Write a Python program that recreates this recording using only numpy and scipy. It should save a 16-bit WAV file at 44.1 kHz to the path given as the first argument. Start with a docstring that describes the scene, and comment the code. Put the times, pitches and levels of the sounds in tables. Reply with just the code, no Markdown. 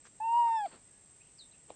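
"""A cheetah close by on open sandy ground; quiet air and a thin insect buzz throughout.
Its mouth parts with a small wet smack. From 0.2 s, one high, nearly pure mew: the pitch arches,
then sags; throat resonances lift the weak overtones. A puff of air follows.
From 0.9 s, a few far birds chirp. At 1.7 s, one soft knock."""
import sys
import numpy as np
from scipy import signal
from scipy.fft import rfft, irfft
from scipy.io import wavfile
from scipy.ndimage import uniform_filter1d

SR = 44100
rng = np.random.default_rng(int(sys.argv[2]) if len(sys.argv) > 2 else 0)


def master_out(mix):
    """Clip the mix to full scale and print it as 16-bit PCM to the path in sys.argv[1]."""
    frames = np.transpose(np.atleast_2d(mix))
    ceiling = np.clip(frames, -1, 1)
    pcm = np.round(ceiling * 32767).astype(np.int16)
    wavfile.write(sys.argv[1], SR, pcm)


N = 77175


def from_db(db):
    """Decibels to gain."""
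    return 10 ** (np.asarray(db) / 20)


def seconds():
    """Time of every sample."""
    return np.arange(N) / SR


def unit_rms(x):
    """Scale to rms 1."""
    return x / np.sqrt(np.mean(x ** 2) + 1e-20)


def curve(rows):
    """Join (time_s, value) rows by lines with rounded corners."""
    return uniform_filter1d(np.interp(seconds(), *np.transpose(rows)), size=200)


def swell(peak_s, rise_s, fall_s):
    """Bell envelope; rise_s and fall_s reach to 1/e."""
    t = seconds() - peak_s
    return np.exp(-np.minimum((t / np.where(t < 0, rise_s, fall_s)) ** 2, 60))


def phase_of(hz):
    """Running phase of a frequency curve, in radians."""
    return 2 * np.pi * np.cumsum(hz) / SR


def drift(rate_hz):
    """Random wander at unit rms, rolled off above rate_hz."""
    hz = np.arange(N // 2 + 1) * SR / N
    return unit_rms(irfft(rfft(rng.standard_normal(N)) / (1 + (hz / rate_hz) ** 2), N))


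def noise(colour):
    """Unit-rms noise shaped by (freq_hz, relative_db) rows."""
    hz, db = np.transpose(colour)
    bins_hz = np.arange(N // 2 + 1) * SR / N + 1
    gain = from_db(np.interp(np.log(bins_hz), np.log(hz), db)) * np.minimum(bins_hz / hz[0], 1)
    return unit_rms(irfft(rfft(rng.standard_normal(N)) * gain, N))


def struck(hits, modes):
    """Clicks ring damped modes of alternating sign."""
    clicks, out = np.full(N, 1e-18), 0
    for start_s, db in hits:
        clicks[int(start_s * SR)] += from_db(db)
    for k, (hz, db, t60_s) in enumerate(modes):
        radius, angle = from_db(-60 / (t60_s * SR)), 2 * np.pi * hz / SR
        ring = signal.lfilter([0, np.sin(angle)], [1, -2 * radius * np.cos(angle), radius ** 2], clicks)
        out = out + (-1) ** k * from_db(db) * ring
    return out


def outdoor_air():
    """Quiet steady noise, strongest in the bass."""
    # air spectrum: freq_hz, relative_db
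    colour = [(15, -41.5), (25, -9), (130, -3), (342, -9), (367, -10.5), (413, -10), (1250, -18),
              (1660, -19), (1830, -17), (2930, -19), (4580, -22.5), (7000, -17), (9100, -24.5),
              (15400, -120)]
    return from_db(-66.5) * noise(colour)


def insects():
    """Each quick stroke swells and sweeps high resonances that wander together in pitch."""
    # buzz centre: time_s, pitch_hz
    centre = [(0, 8090), (.13, 8220), (.28, 8323), (.47, 8185), (.58, 8180), (.83, 8150), (.95, 8346),
              (1.1, 8200), (1.24, 8210), (1.31, 8420), (1.45, 8320), (1.68, 8140), (1.75, 8110)]
    # resonances: offset_hz, width_hz, relative_db
    modes = [(-10, 250, -3.5), (-690, 130, -7.5), (571.5, 50, -18.5)]
    stroke_hz, stroke_depth, sweep_hz, grit = 58, 0.19, 95, 0.7
    stroke = phase_of(stroke_hz * (1 + 0.033 * drift(14)))
    pitch_hz = curve(centre) + sweep_hz * np.sin(stroke)
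    skirt = signal.butter(3, 260.6, fs=SR, output="sos")
    buzz = 0
    for offset_hz, width_hz, db in modes:
        ringing = 1 + grit * signal.sosfilt(skirt, drift(width_hz) + 1j * drift(width_hz))
        buzz = buzz + from_db(db) * (ringing * np.exp(1j * phase_of(pitch_hz + offset_hz))).real
    return from_db(-61) * unit_rms(buzz * (1 + stroke_depth * np.cos(stroke)))


def birds():
    """One falling chirp and some far whistles, scattered by the surroundings."""
    # whistles: peak_s, half_length_s, pitch_hz, glide_hz_per_s, waver_ratio, level_db
    notes = [(0.875, 0.021, 1997, 1001, 0.021, -79), (.965, .05, 1680, 296.5, 0.0043, -78.5),
             (1.218, 0.015, 2610, 15004, 0.082, -69), (1.262, 0.032, 2890, -2000, 0.076, -73.5),
             (1.521, .006, 4210, -12000, 0.07, -66), (1.541, 0.012, 2700, -7000, 0.039, -68.5)]
    chirp_s, top_hz, end_hz, glide_s = 1.378, 5820, 3550, 0.017
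    echo_db, echo_t60_s = -2, 0.15
    t = seconds()
    chirp_hz = end_hz + (top_hz - end_hz) * np.exp(-np.maximum(t - chirp_s, 0) / glide_s)
    song = from_db(-55) * swell(peak_s=1.402, rise_s=0.017, fall_s=0.03) * np.sin(phase_of(chirp_hz))
    for peak_s, half_s, hz, glide_hz_per_s, waver, db in notes:
        note_hz = (hz + glide_hz_per_s * (t - peak_s)) * (1 + waver * drift(199.4))
        song += from_db(db) * swell(peak_s, half_s, half_s) * np.sin(phase_of(note_hz))
    scatter = unit_rms(rng.standard_normal(N) * from_db(-60 * t / echo_t60_s)) / np.sqrt(N)
    echo = from_db(echo_db) * signal.fftconvolve(song, scatter)[:N]
    return np.sqrt(2) * (song + echo)


def knock():
    """One soft knock: faint contact tick, round thud, dull scuff."""
    # knock and faint rebound: start_s, level_db
    hits = [(1.7036, -30.5), (1.7098, -53)]
    # thud modes: freq_hz, gain_db, t60_s
    thud_modes = [(495, -0.5, 0.0097), (844, 2.5, 0.0052)]
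    # contact modes: freq_hz, gain_db, t60_s
    tick_modes = [(2420, -21, 0.015), (3800, -19, 0.0064)]
    # scuff spectrum: freq_hz, relative_db
    scuff_colour = [(200, -8), (500, 4.5), (1000, -6.5), (1500, -17), (3200, -12), (5000, -25)]
    lowpass = signal.butter(4, 1120, fs=SR, output="sos")
    thud = signal.sosfilt(lowpass, struck(hits, thud_modes))
    scuff = from_db(-57) * swell(peak_s=hits[0][0], rise_s=0.018, fall_s=0.033) * noise(scuff_colour)
    return struck(hits, tick_modes) + thud + scuff


def lip_smack():
    """The lips part with a brief hiss; wet ticks ring the mouth."""
    # wet ticks: start_s, level_db
    ticks = [(.0532, -45), (.0575, -72), (.063, -48), (.071, -53), (.0755, -67)]
    # mouth modes: freq_hz, gain_db, t60_s
    modes = [(1253, 0.5, 0.0052), (1760, -4, 0.011), (2300, -15, 0.0042), (2880, -11, 0.0029)]
    # lip noise spectrum: freq_hz, relative_db
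    colour = [(200, -13), (800, -12), (1400, -7), (2900, -11.5), (4200, -16.5), (6000, -13.5), (9000, -26)]
    hiss = from_db(-59) * swell(peak_s=0.067, rise_s=0.02, fall_s=0.013) * noise(colour)
    return hiss + struck(ticks, modes)


def breath():
    """Escaping air: a rasp late in the mew, a thin hiss through the closing mouth, then a puff."""
    # rasp spectrum: freq_hz, relative_db
    rasp_colour = [(900, -20.5), (1400, -12), (1700, -10.5), (2100, 4), (2600, -14), (3900, -20),
                   (4700, -4.5), (5200, -8), (6000, -26.5)]
    # hiss spectrum: freq_hz, relative_db
    hiss_colour = [(3000, -21), (4000, -9.5), (4550, 5), (5100, -5), (5800, -27.5)]
    # puff spectrum: freq_hz, relative_db
    puff_colour = [(100, -3.5), (250, 5), (1000, 1), (1600, -4.5), (2500, -5.5), (3600, -12), (4500, -8),
                   (5600, -40), (9000, -44)]
    # overlapping puffs: peak_s, rise_s, fall_s, level_db
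    puffs = [(0.671, 0.025, 0.034, -58), (0.723, 0.0089, 0.053, -55.5)]
    rasp = from_db(-64) * swell(peak_s=0.5, rise_s=0.068, fall_s=0.055) * noise(rasp_colour)
    hiss = from_db(-69.5) * swell(peak_s=0.635, rise_s=0.035, fall_s=0.1) * noise(hiss_colour)
    puff_gain = sum(from_db(db) * swell(peak_s, rise_s, fall_s) for peak_s, rise_s, fall_s, db in puffs)
    return rasp + hiss + puff_gain * noise(puff_colour)


def mew():
    """Strong clean fundamental; weak overtones rise as they cross the throat's resonances."""
    # pitch arch: time_s, pitch_hz
    arch = [(0.204, 857), (0.25, 908), (0.272, 907.4), (0.301, 923), (0.383, 955.5), (0.445, 937.8),
            (0.47, 927.7), (0.514, 906), (0.555, 903.7), (0.646, 801.8), (0.657, 763), (0.659, 777),
            (0.662, 643), (0.664, 671)]
    # vocal effort: time_s, level_db
    effort = [(0.208, -36.5), (0.294, -29), (0.322, -29), (0.336, -26.5), (0.379, -24.5), (0.411, -24.5),
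              (0.447, -26.5), (0.465, -26), (0.491, -29), (0.555, -28.5), (0.586, -32), (0.617, -34),
              (0.65, -33.5), (0.659, -31.5), (0.663, -40)]
    # shifting throat resonances: first_hz, last_hz, width_hz, first_db, last_db
    throat = [(1330, 1330, 70, -59.5, -16), (1697, 1711, 82, -24.5, -11.5), (2200, 2200, 140, -56.5, -21),
              (2735, 2567, 143, -20.5, -31), (2860, 2850, 94, -32.5, -39.5), (3600, 3394, 190, -56, -18),
              (4400, 5300, 100, -48.5, -47), (5380, 5250, 130, -51.5, -26)]
    # brief splits into undertones: peak_s, half_length_s, pitch_ratio, relative_db
    cracks = [(0.485, 0.012, .333, -26.5), (0.537, 0.0099, 0.59, -34.5), (.667, .009, 0.39, -37)]
    start_s, end_s, attack_s, release_s = 0.199, 0.6774, 0.0083, 0.012
    jitter, shimmer_db, flutter_db = 0.003, 0.45, 1.5
    t = seconds()
    pitch_hz = curve(arch) * (1 + jitter * drift(120))
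    phase = phase_of(pitch_hz)
    progress = np.clip((t - start_s) / (end_s - start_s), 0, 1)
    gate = np.clip(np.minimum((t - start_s) / attack_s, (end_s - t) / release_s), 0, 1)
    voice = np.sin(phase)
    for k in range(2, 7):
        gain = 0
        for first_hz, last_hz, width_hz, first_db, last_db in throat:
            detune = (k * pitch_hz - first_hz - (last_hz - first_hz) * progress) / width_hz
            gain = gain + from_db(first_db + (last_db - first_db) * progress) / (1 + 2 * detune ** 2)
        flutter = from_db(flutter_db * drift(35))
        voice += gate ** (k - 2) * gain * flutter * np.sin(k * phase)
    for peak_s, half_s, pitch_ratio, db in cracks:
        under = pitch_ratio * phase + 0.5 * drift(60)
        sidebands = np.sin(phase + under) + 0.1 * np.sin(phase - under)
        sidebands += 0.32 * np.sin(2 * phase + under) + 0.3 * np.sin(2 * phase - under)
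        voice += from_db(db) * swell(peak_s, half_s, half_s) * sidebands
    envelope = np.sin(np.pi / 2 * gate) ** 2 * from_db(curve(effort) + shimmer_db * drift(51))
    return np.sqrt(2) * voice * envelope


def scene():
    """Mono mix: cheetah in front; air, insects and birds behind."""
    return (outdoor_air() + mew() + lip_smack() + breath() + knock() + birds() + insects())[None]


def record(dry):
    """Steep low-pass."""
    cutoff_hz = 9100
    return signal.sosfilt(signal.ellip(10, 0.1, 80, cutoff_hz, fs=SR, output="sos"), dry)


dry = scene()
out = record(dry)
master_out(out)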